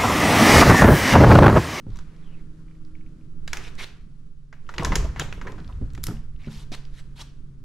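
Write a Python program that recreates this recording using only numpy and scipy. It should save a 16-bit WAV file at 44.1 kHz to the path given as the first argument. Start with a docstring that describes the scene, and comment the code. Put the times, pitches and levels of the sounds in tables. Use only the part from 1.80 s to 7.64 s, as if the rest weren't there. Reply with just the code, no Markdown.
"""A thud, soft clicks and a scuff open; two faint falling whistles and small dry ticks follow.
At 1.7 s the lock clicks and wind gusts on the left; from 2.7 s a hand works lever and bolt hard: noise
bursts ring the lock, the door thuds and knocks in decaying modes, rods rattle in its panel, skin scuffs
in grains. Bright clicks near 4.25 s give way to late scuffs and ticks. The open timber frame throws back
short reflections, over hissing rustle, low rumble and far engines hummed by wavering sine tones."""
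import sys
import numpy as np
from scipy import signal
from scipy.fft import rfft, irfft
from scipy.io import wavfile
from scipy.ndimage import uniform_filter1d

SR = 44100
rng = np.random.default_rng(int(sys.argv[2]) if len(sys.argv) > 2 else 0)


def transcribe(u):
    """Save the signal u as a 16-bit wav file named by the first command-line argument.

    u: samples, shape (n,) or (channels, n), limited to [-1, 1]; the rate is SR.
    q: integer samples, one column per channel.
    """
    v = np.clip(np.atleast_2d(u).T, -1, 1)
    q = np.round(v * 32767).astype(np.int16)
    wavfile.write(sys.argv[1], SR, q)


N = 257544  # samples


def gain_of(db):
    """Decibels to amplitude."""
    return 10 ** (np.asarray(db) / 20)


def evened(x):
    """Scales to rms 1."""
    return x / np.sqrt(np.mean(x ** 2) + 1e-20)


def peaked(x):
    """Scales so that the loudest millisecond peaks near 1."""
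    power = uniform_filter1d(x.mean(0) ** 2, size=44)
    return x / (2.5 * np.sqrt(power.max()))


def read(points, hz):
    """Reads a spectrum on a log-frequency axis."""
    f, value = np.transpose(points)
    return np.interp(np.log(hz + 1), np.log(f + 1), value)


def curve(rows, t):
    """Reads every column of an automation table at the times t."""
    s, *columns = np.transpose(rows)
    return [np.interp(t, s, column) for column in columns]


def colour(x, gain):
    """Filters along the last axis by the function gain(hz)."""
    n = x.shape[-1]
    return irfft(rfft(x) * gain(np.fft.rfftfreq(n, 1 / SR)), n)


def step(hz, edge_hz):
    """A soft crossover, 0 below the edge and 1 above."""
    return 1 / (1 + (edge_hz / (hz + 1e-3)) ** 6)


def tilt(hz, db):
    """A slope of db per octave, pivoting about 2 kHz."""
    return gain_of(db * np.log2((hz + 200) / 2200))


def mode(hz, centre_hz, width):
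    """One resonance that rings after it is struck, top 1."""
    return 1 / (1 + 2j * (hz - centre_hz) / width)


def mode_bank(hz, modes):
    """Several resonances ringing together, each at its own level."""
    return sum(gain_of(db) * mode(hz, centre_hz, width) for centre_hz, width, db in modes)


def slow(rate, count=N):
    """Slow random drift of rms 1, changing about rate times a second."""
    return evened(colour(rng.standard_normal(count), lambda hz: abs(mode(hz, 0, 2 * rate)) ** 2))


def lumps(per_s, depth, size):
    """A gain of 1 with sparse short peaks of uneven height, size samples long."""
    strikes = rng.random(N) < per_s / SR
    heights = np.minimum(rng.exponential(1, N), 2.2)
    return 1 + depth * size * uniform_filter1d(strikes * heights, size=size)


def pair(same):
    """Two channels of white noise with the given likeness."""
    a, b = rng.standard_normal((2, N))
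    return np.array([a, same * a + np.sqrt(1 - same ** 2) * b])


def add(mix, s, sound):
    """Mixes a sound in at s seconds."""
    part = mix[..., round(s * SR):][..., :sound.shape[-1]]
    part += sound[..., :part.shape[-1]]


# lock clicks: (time [s], peak level before the lean [dB], own ring [Hz], tilt [dB per octave], t60 [ms])
LOCK_CLICKS = [(0.158, -38.5, 1030, -3, 68), (0.189, -34.5, 1280, -3, 29), (1.678, -23.5, 1770, -4, 24),
               (1.7325, -13, 1900, -3, 19), (1.7713, -21, 2130, -1.5, 20), (2.728, -32, 1750, -10, 44),
               (2.8913, -22, 1470, -8.5, 35), (2.9405, -28, 1420, -6.5, 53), (2.9827, -15, 2400, -5.5, 16),
               (3.024, -16.5, 980, -11.5, 85), (3.049, -10.5, 990, -1.5, 15),
               (3.0525, -12.5, 1560, -3.5, 38), (3.07, -20.5, 960, -13, 78), (3.121, -15.5, 1840, -10, 45),
               (3.126, -14.5, 960, -11, 81), (3.156, -9.5, 1760, 1.5, 39), (3.3612, -26, 1760, -10.5, 150),
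               (3.397, -11, 1700, -1, 23.4), (3.5269, -21, 2200, -7.5, 16), (3.6143, -24, 1540, -8.5, 40),
               (3.67, -23, 1790, -11, 70), (3.782, -35, 1360, -10, 140), (3.89, -37, 1100, -13.5, 160),
               (4.151, -33.5, 1970, -0.5, 18), (4.1778, -32, 1300, -6, 20), (4.2394, -16, 10800, 2, 16),
               (4.2687, -20.5, 11200, 0.5, 15), (4.2843, -27.5, 1440, -6, 21), (4.309, -30, 1330, -14, 40)]
# resonances shared by the lock's parts: (centre [Hz], width [Hz], relative level [dB])
LOCK_MODES = [(990, 42, 3.5), (1974, 46, 2), (3410, 25, -2.5), (3970, 24, -0.5), (6150, 2100, -25),
              (6900, 1800, -13), (10540, 69, 2.5)]
# spectrum of a blow on metal, also under the ticks: (frequency [Hz], relative density [dB per Hz])
BLOW_SPECTRUM = [(240, -42.5), (400, -20.5), (1360, -7), (1570, -6.5), (3100, -4), (7070, -1.5),
                 (8380, -14.5), (12000, -13.5), (15500, -35)]
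LOW_LEAN_DB, LOW_CLICK_HZ = 3, 1100  # low clicks, carried by the panel, lean left; high ones sit central


def lock():
    """Each click is a short uneven burst that rings the lock's modes and its own loose part."""
    out, t = np.zeros((2, N)), np.arange(6144) / SR
    late = np.maximum(t - .003, 0)  # silent lead gives the filter's pre-ring room
    rise = 1 - np.exp(-late / 0.0003)
    long_tail = gain_of(-40.0 - 60 * late / 0.27)
    for s, db, ring_hz, tilt_db, t60_ms in LOCK_CLICKS:
        a, b = rng.standard_normal((2, len(t)))
        envelope = rise * (gain_of(-60 * late / (t60_ms / 1000)) + long_tail)
        burst = np.array([a, 0.92 * a + 0.36 * b]) * envelope

        def body(f):
            rings = 0.98 + 3.5 * mode(f, ring_hz, 0.3 * ring_hz) + 1.4 * mode_bank(f, LOCK_MODES)
            return gain_of(read(BLOW_SPECTRUM, f)) * tilt(f, tilt_db) * rings

        lean_db = LOW_LEAN_DB * (1 - step(ring_hz, LOW_CLICK_HZ))  # left over right
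        level = gain_of(db + lean_db * np.array([[.5], [-.5]]))
        add(out, s - .004, level * peaked(colour(burst, body)))
    return out


# door thuds: (time [s], level before trim [dB], pitch near which the blow drives the modes [Hz])
DOOR_THUDS = [(0.069, -27, 106), (2.998, -22.5, 156), (3.047, -19.5, 71.4), (3.118, -19, 71.3),
              (3.162, -21, 132), (3.248, -23.5, 66.4), (3.395, -25.5, 148), (3.664, -36.5, 107),
              (4.014, -21.5, 99), (4.178, -29, 128), (4.285, -20, 106), (4.309, -21.5, 150),
              (4.672, -25, 159)]
# low modes of the door: (frequency [Hz], t60 [s])
DOOR_MODES = [(66, 0.2), (108, 0.38), (148, 0.27), (218, 0.23)]
THUD_TRIM_DB, SPREAD_T60_S = -3.5, 0.14
REACH_DB = -40  # loss of a mode an octave from the blow's pitch


def thuds():
    """The panel answers a blow with its low modes and a lumpy spread of higher ones."""
    out, t = np.zeros(N), np.arange(12000) / SR
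    hz, t60 = np.transpose(DOOR_MODES)[..., None]
    ringing = gain_of(-60 * t / t60) * np.sin(2 * np.pi * hz * t)
    attack = 1 - np.exp(-t / 0.0013)
    for s, db, blow_hz in DOOR_THUDS:
        share = gain_of(REACH_DB * np.log2(hz / blow_hz) ** 2)
        low_modes = (share / np.linalg.norm(share) * ringing).sum(0)
        noise = rng.standard_normal(len(t))
        spread = evened(colour(noise, lambda f: abs(mode(f, 180, 240)) ** 2 * step(f, 86)))
        spread *= gain_of(1.7 * slow(66, count=len(t)) - 60 * t / SPREAD_T60_S)
        add(out, s, gain_of(db + THUD_TRIM_DB) * (low_modes + 0.54 * spread) * attack)
    return out


# firm, compact knocks on the panel: (time [s], peak level [dB], pitch [Hz])
PANEL_KNOCKS = [(0.0673, -29, 236), (3.003, -21, 258), (3.107, -20.5, 226), (3.165, -20.5, 307),
                (3.579, -33.5, 420), (4.272, -30.5, 200), (4.284, -30.5, 324), (4.919, -27, 226)]
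KNOCK_CYCLES = 4.1  # cycles to fall 60 dB


def knocks():
    """A knock is a sharp push and a weaker swing back, a sine that dies in a few cycles."""
    out, t = np.zeros(N), np.arange(2048) / SR
    for s, db, hz in PANEL_KNOCKS:
        push = -np.sin(2 * np.pi * hz * t) * gain_of(-60 * t * hz / KNOCK_CYCLES)
        add(out, s, gain_of(db) * push / abs(push).max())
    return out


# spells of rods rattling inside the panel: (start of full level [s], held [s], level [dB])
RATTLE_SPELLS = [(2.997, 0.2, -35.5), (3.668, 0.027, -42.5)]
# resonances of the panel: (centre [Hz], width [Hz], relative level [dB])
PANEL_MODES = [(390, 140, 6), (1000, 200, 0)]
RATTLE_RISE_DB_PER_S, RATTLE_FALL_DB_PER_S = 357, 165.5


def rattle():
    """Dense uneven knocks ring the panel's modes over a broad wooden body."""
    strikes = pair(.95) * lumps(170, .4, size=260)
    wood = colour(strikes, lambda hz: mode(hz, 650, 1600) ** 2 * (0.13 + mode_bank(hz, PANEL_MODES)))
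    t = np.arange(N) / SR
    spells = []
    for s, held, db in RATTLE_SPELLS:
        rise_db = RATTLE_RISE_DB_PER_S * np.maximum(s - t, 0)
        fall_db = RATTLE_FALL_DB_PER_S * np.maximum(t - s - held, 0)
        spells.append(db - rise_db - fall_db)
    return gain_of(np.max(spells, axis=0)) * evened(wood)


# scuffs of the hand, levels before the edge fades:
# (start [s], end [s], start level [dB], end level [dB], tilt [dB per octave], ring of the touched part [Hz])
HAND_SCUFFS = [(0.08, 0.245, -63, -59.5, -3, 1190), (0.21, 0.674, -62.5, -64.5, -8, 2200),
               (1.728, 1.828, -41, -47, -7, 1950), (1.814, 1.899, -48, -44.5, -2, 2500),
               (1.983, 2.054, -38.5, -35.5, -2, 2160), (3, 3.019, -28.5, -40, -9, 2190),
               (3.394, 3.429, -37.5, -26.5, -7.5, 3330), (4.262, 4.347, -42.5, -53, -10, 1410),
               (4.589, 4.697, -61, -52, -3, 2300), (4.687, 4.853, -51.5, -51.5, 0.5, 900),
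               (4.922, 4.958, -41, -36.5, -1.5, 680), (5.126, 5.218, -65, -48, 0.5, 1790),
               (5.357, 5.431, -58.5, -36.5, 0, 873)]
# spectrum of skin on the panel: (frequency [Hz], relative density [dB per Hz])
SKIN_SPECTRUM = [(180, -19), (300, -4.5), (528, -13), (961, -8), (1780, -7.5), (2250, -6.5), (3890, -3),
                 (12300, -21.5), (16000, -56)]
SCUFF_RING, SCUFF_RING_WIDTH = 1.8, .22  # height and relative width of the touched part's ring


def scuffs():
    """Skin sticks and slips in dense uneven grains whose colour shifts in patches; the touched part rings."""
    grains = pair(0.85) * gain_of(0.74 * slow(240)) * lumps(78, 0.51, size=50)
    z = signal.stft(grains, nperseg=256)[2]
    patches = uniform_filter1d(rng.standard_normal(z.shape[1:]), size=5, axis=0)
    patches = uniform_filter1d(patches, size=5, axis=1)
    grains = signal.istft(z * gain_of(2.5 * evened(patches)), nperseg=256)[1]
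    out = np.zeros((2, N))
    for start, end, start_db, end_db, tilt_db, ring_hz in HAND_SCUFFS:

        def touch(hz):
            ring = 1 + SCUFF_RING * mode(hz, ring_hz, SCUFF_RING_WIDTH * ring_hz)
            return gain_of(read(SKIN_SPECTRUM, hz)) * tilt(hz, tilt_db) * ring

        # about 9 ms longer and 8 ms early, to leave room for the fades
        stroke = evened(colour(grains[:, round(start * SR):round(end * SR) + 400], touch))
        n = stroke.shape[1]
        level = gain_of(np.linspace(start_db, end_db, n))
        add(out, start - .008, level * stroke * signal.windows.tukey(n, .45))
    return out


# small dry ticks of loose parts: (time [s], peak level before the lean [dB], ring [Hz])
LOOSE_TICKS = [(0.105, -48, 3880), (0.172, -39, 5150), (0.365, -51, 4400), (0.883, -53, 2320),
               (0.912, -51, 2260), (0.952, -55, 2190), (1.051, -48.5, 4640), (1.152, -43, 2240),
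               (1.21, -50, 2260), (1.263, -49, 2350), (1.411, -55.5, 2360), (1.954, -42, 5600),
               (2.868, -48.5, 3000), (2.964, -38, 3380), (3.034, -27.5, 6060), (3.244, -28, 638),
               (3.579, -47, 2630), (3.721, -37.5, 5100), (3.802, -45, 3800), (3.926, -43.5, 2960),
               (3.846, -42.5, 3500), (3.878, -41, 4130), (4.104, -44.5, 4300), (4.136, -43.5, 6300),
               (4.235, -26.5, 6700), (4.369, -42.5, 2610), (4.563, -49, 3000), (4.646, -37, 2320),
               (4.665, -46, 4230), (4.683, -41, 1470), (4.714, -43, 3500), (5.053, -39, 4200)]


def ticks():
    """Short noise through one ring, slightly toward the right; higher ticks are broader and shorter."""
    out, t = np.zeros((2, N)), np.arange(1024) / SR
    for s, db, hz in LOOSE_TICKS:
        burst = rng.standard_normal(len(t)) * gain_of(-60 * t * hz / 55)
        tick = colour(burst, lambda f: mode(f, hz, hz ** 2 / 6000) ** 2
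                      + hz / 50000 * gain_of(read(BLOW_SPECTRUM, f)))
        add(out, s - .001, gain_of(db) * peaked(tick * gain_of([[-.6], [.6]])))
    return out


# reverberation of the frame: (frequency [Hz], t60 [s])
FRAME_DECAY = [(200, 0.36), (1500, 0.52), (6000, 0.4), (14000, 0.22)]


def reflections():
    """Sparse taps of random sign, each band dying at its own speed; the bass reaches both sides alike."""
    taps = np.zeros((2, SR // 2))
    jitter = rng.integers(0, 20, (2, (SR // 2 - 201) // 20))
    at = np.arange(200, SR // 2 - 20, 20) + jitter  # one tap in every 20 samples
    np.put_along_axis(taps, at, rng.choice([-1., 1.], at.shape), 1)
    side = 0.52 * colour(taps[1], lambda hz: step(hz, 400))
    stereo = np.array([taps[0] + side, taps[0] - side])
    hz, t, z = signal.stft(stereo, SR, nperseg=256)
    fall = gain_of(-60 * t / read(FRAME_DECAY, hz)[:, None])
    tail = signal.istft(z * fall, SR, nperseg=256)[1]
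    return tail / np.linalg.norm(tail[0])


def room(x, count=6):
    """Echoes the sound through count sets of reflections, switched so that no fixed ringing colours it."""
    turn = np.arange(N) // 30 % count  # the set changes every 30 samples; one set is a plain echo
    out = np.zeros((2, N))
    for k in range(count):
        slices = (x * (turn == k))[None]
        out += signal.fftconvolve(slices, reflections(), axes=1)[:, :N]
    return out


# two overlapping falling notes: (start [s], length [s], from [Hz], to [Hz], level before fuzz and fades [dB])
FALLING_WHISTLES = [(0.409, 0.18, 3520, 2460, -66), (0.496, 0.13, 2930, 2230, -66)]


def whistles():
    """Each faint, fuzzy, broken whistle holds, slides down and levels off."""
    out = np.zeros(N)
    for start, length, from_hz, to_hz, db in FALLING_WHISTLES:
        t = np.arange(0, length, 1 / SR)
        hz = to_hz + (from_hz - to_hz) * np.exp(-(2 * t / length) ** 2)
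        tone = np.sin(2 * np.pi * np.cumsum(hz) / SR)
        fuzz = slow(260, count=len(t)) * gain_of(2 * slow(30, count=len(t)))
        add(out, start, gain_of(db) * signal.windows.tukey(len(t), .5) * fuzz * tone)
    return out


# rustle of air, cloth and loose lock parts, below the split and before flicker: (time [s], level [dB])
RUSTLE_LEVEL = [(0.0, -67), (0.21, -63), (1.54, -69), (1.9, -53), (2.26, -70), (2.75, -76), (2.93, -56),
                (3.09, -50), (4.06, -60.5), (4.62, -69.5), (4.83, -61.5), (5.84, -72.5)]
# spectrum of the rustle: (frequency [Hz], relative density [dB per Hz])
AIR_SPECTRUM = [(240, -18), (400, 6.5), (588, -5), (742, -11), (1330, -3), (1560, -6.5), (2800, -23.5),
                (3640, -29.5), (10200, -40), (12900, -50.5), (16000, -63.5)]
SPLIT_HZ = 3200
TREBLE_DB, TREBLE_SHARE = -72.5, 0.63  # treble level when the rustle is at -65 dB, and how far it follows


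def rustle():
    """A flickering, wide hiss whose treble follows the lower part only in part."""
    hiss = colour(pair(0.41), lambda hz: gain_of(read(AIR_SPECTRUM, hz)))
    treble = colour(hiss, lambda hz: step(hz, SPLIT_HZ))
    low_db = curve(RUSTLE_LEVEL, np.arange(N) / SR)[0]
    treble_db = TREBLE_DB + TREBLE_SHARE * (low_db + 65)
    flicker = gain_of(0.66 * slow(21) + [[.2], [-.2]])  # a hair stronger left
    return (gain_of(low_db) * evened(hiss - treble) + gain_of(treble_db) * evened(treble)) * flicker


# shaking: (time [s], level of about 22-108 Hz [dB], level above that before lift and drift [dB])
SHAKE_LEVEL = [(0.0, -112, -56), (0.1, -34.5, -54), (0.36, -53.5, -58), (1.89, -47, -54), (2.65, -55, -65),
               (2.93, -46.5, -54), (3.09, -21.5, -52.5), (3.71, -42.5, -48.5), (4.0, -30, -51),
               (4.5, -38.5, -57.5), (4.94, -45, -60), (5.84, -46.5, -59.5)]
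# spectrum of the rumble: (frequency [Hz], relative density [dB per Hz])
LOW_SPECTRUM = [(3.5, -33), (6.0, 6.5), (16, -11.5), (29, -4.5), (96, -19), (151, -17.5), (212, -25),
                (269, -26.5), (700, -57), (1540, -120)]
SWAY_DB, SWAY_SHARE = -36, 0.15  # sway before its lean with the shaking at -45 dB; how far it follows
WIND_DB, GUST_DB = -56, 15  # steady wind before its lean, and the rise at the gust
GUST_S, GUST_LENGTH_S = 1.727, 0.16  # gust centre and spread


def shake():
    """Lumpy low rumble, nearly alike on both sides; the slowest sway is stronger right, wind left."""
    t = np.arange(N) / SR
    deep_db, body_db = curve(SHAKE_LEVEL, t)
    noise = colour(pair(0.99), lambda hz: gain_of(read(LOW_SPECTRUM, hz)))
    sway = colour(noise, lambda hz: 1 - step(hz, 22))
    body = colour(noise, lambda hz: step(hz, 107.7))
    deep = noise - sway - body
    sway_db = SWAY_DB + SWAY_SHARE * (deep_db + 45)
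    rumble = gain_of(sway_db + [[-2.8], [2.4]]) * evened(sway)
    rumble += gain_of(deep_db) * evened(deep)
    rumble += gain_of(body_db + 3.5 + 2. * slow(2.8)) * evened(body)
    wind = colour(rng.standard_normal(N), lambda hz: abs(mode(hz, 30, 130)) ** 2 * step(hz, 18))
    wind_db = WIND_DB + GUST_DB * np.exp(-((t - GUST_S) / GUST_LENGTH_S) ** 2)
    return rumble + gain_of(wind_db) * evened(wind) * [[1.5], [.3]]


# far engines, one row a tone:
# (pitch [Hz], loudest at [s], top rms level before drift [dB], swell [dB per s], fade [dB per s squared])
ENGINE_TONES = [(158.9, 0.22, -48.5, 30, 2.5), (314, 1.19, -57, 8.5, 41), (186.6, 0.94, -60.5, 4, 25.5),
                (138.7, 5.1, -48, 3, 0.5)]


def engines():
    """Steady tones swell and fade, wavering a little in pitch and level on their way through the air."""
    t, out = np.arange(N) / SR, np.zeros(N)
    for hz, top_s, db, swell, fade in ENGINE_TONES:
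        turns = np.cumsum(hz * (1 + .001 * slow(2))) / SR
        loss_db = np.where(t < top_s, swell * (top_s - t), fade * (t - top_s) ** 2)
        out += gain_of(db - loss_db + slow(3)) * np.sqrt(2) * np.sin(2 * np.pi * turns)
    return out


LEFT_LAG_S = 1.1e-5  # the lock is a little nearer the right side


def scene():
    """Mixes all sources; the frame throws back the door's sounds, all but the rattle."""
    bright = lock() + ticks() + scuffs()
    low = thuds() + knocks()
    lag_s = LEFT_LAG_S * np.array([[1], [0]])
    door = colour(bright + low, lambda hz: np.exp(-2j * np.pi * hz * lag_s))
    thrown_back = gain_of(-10.0) * (room(bright.mean(0)) + room(low, count=1))
    return door + thrown_back + rattle() + whistles() + rustle() + shake() + engines()


def record(dry):
    """Limits the band with a steep low-pass at 16.3 kHz."""
    low_pass = signal.firwin(511, 16300, window=("kaiser", 9), fs=SR)
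    return signal.oaconvolve(dry, low_pass[None], "same")


dry = scene()
out = record(dry)
transcribe(out)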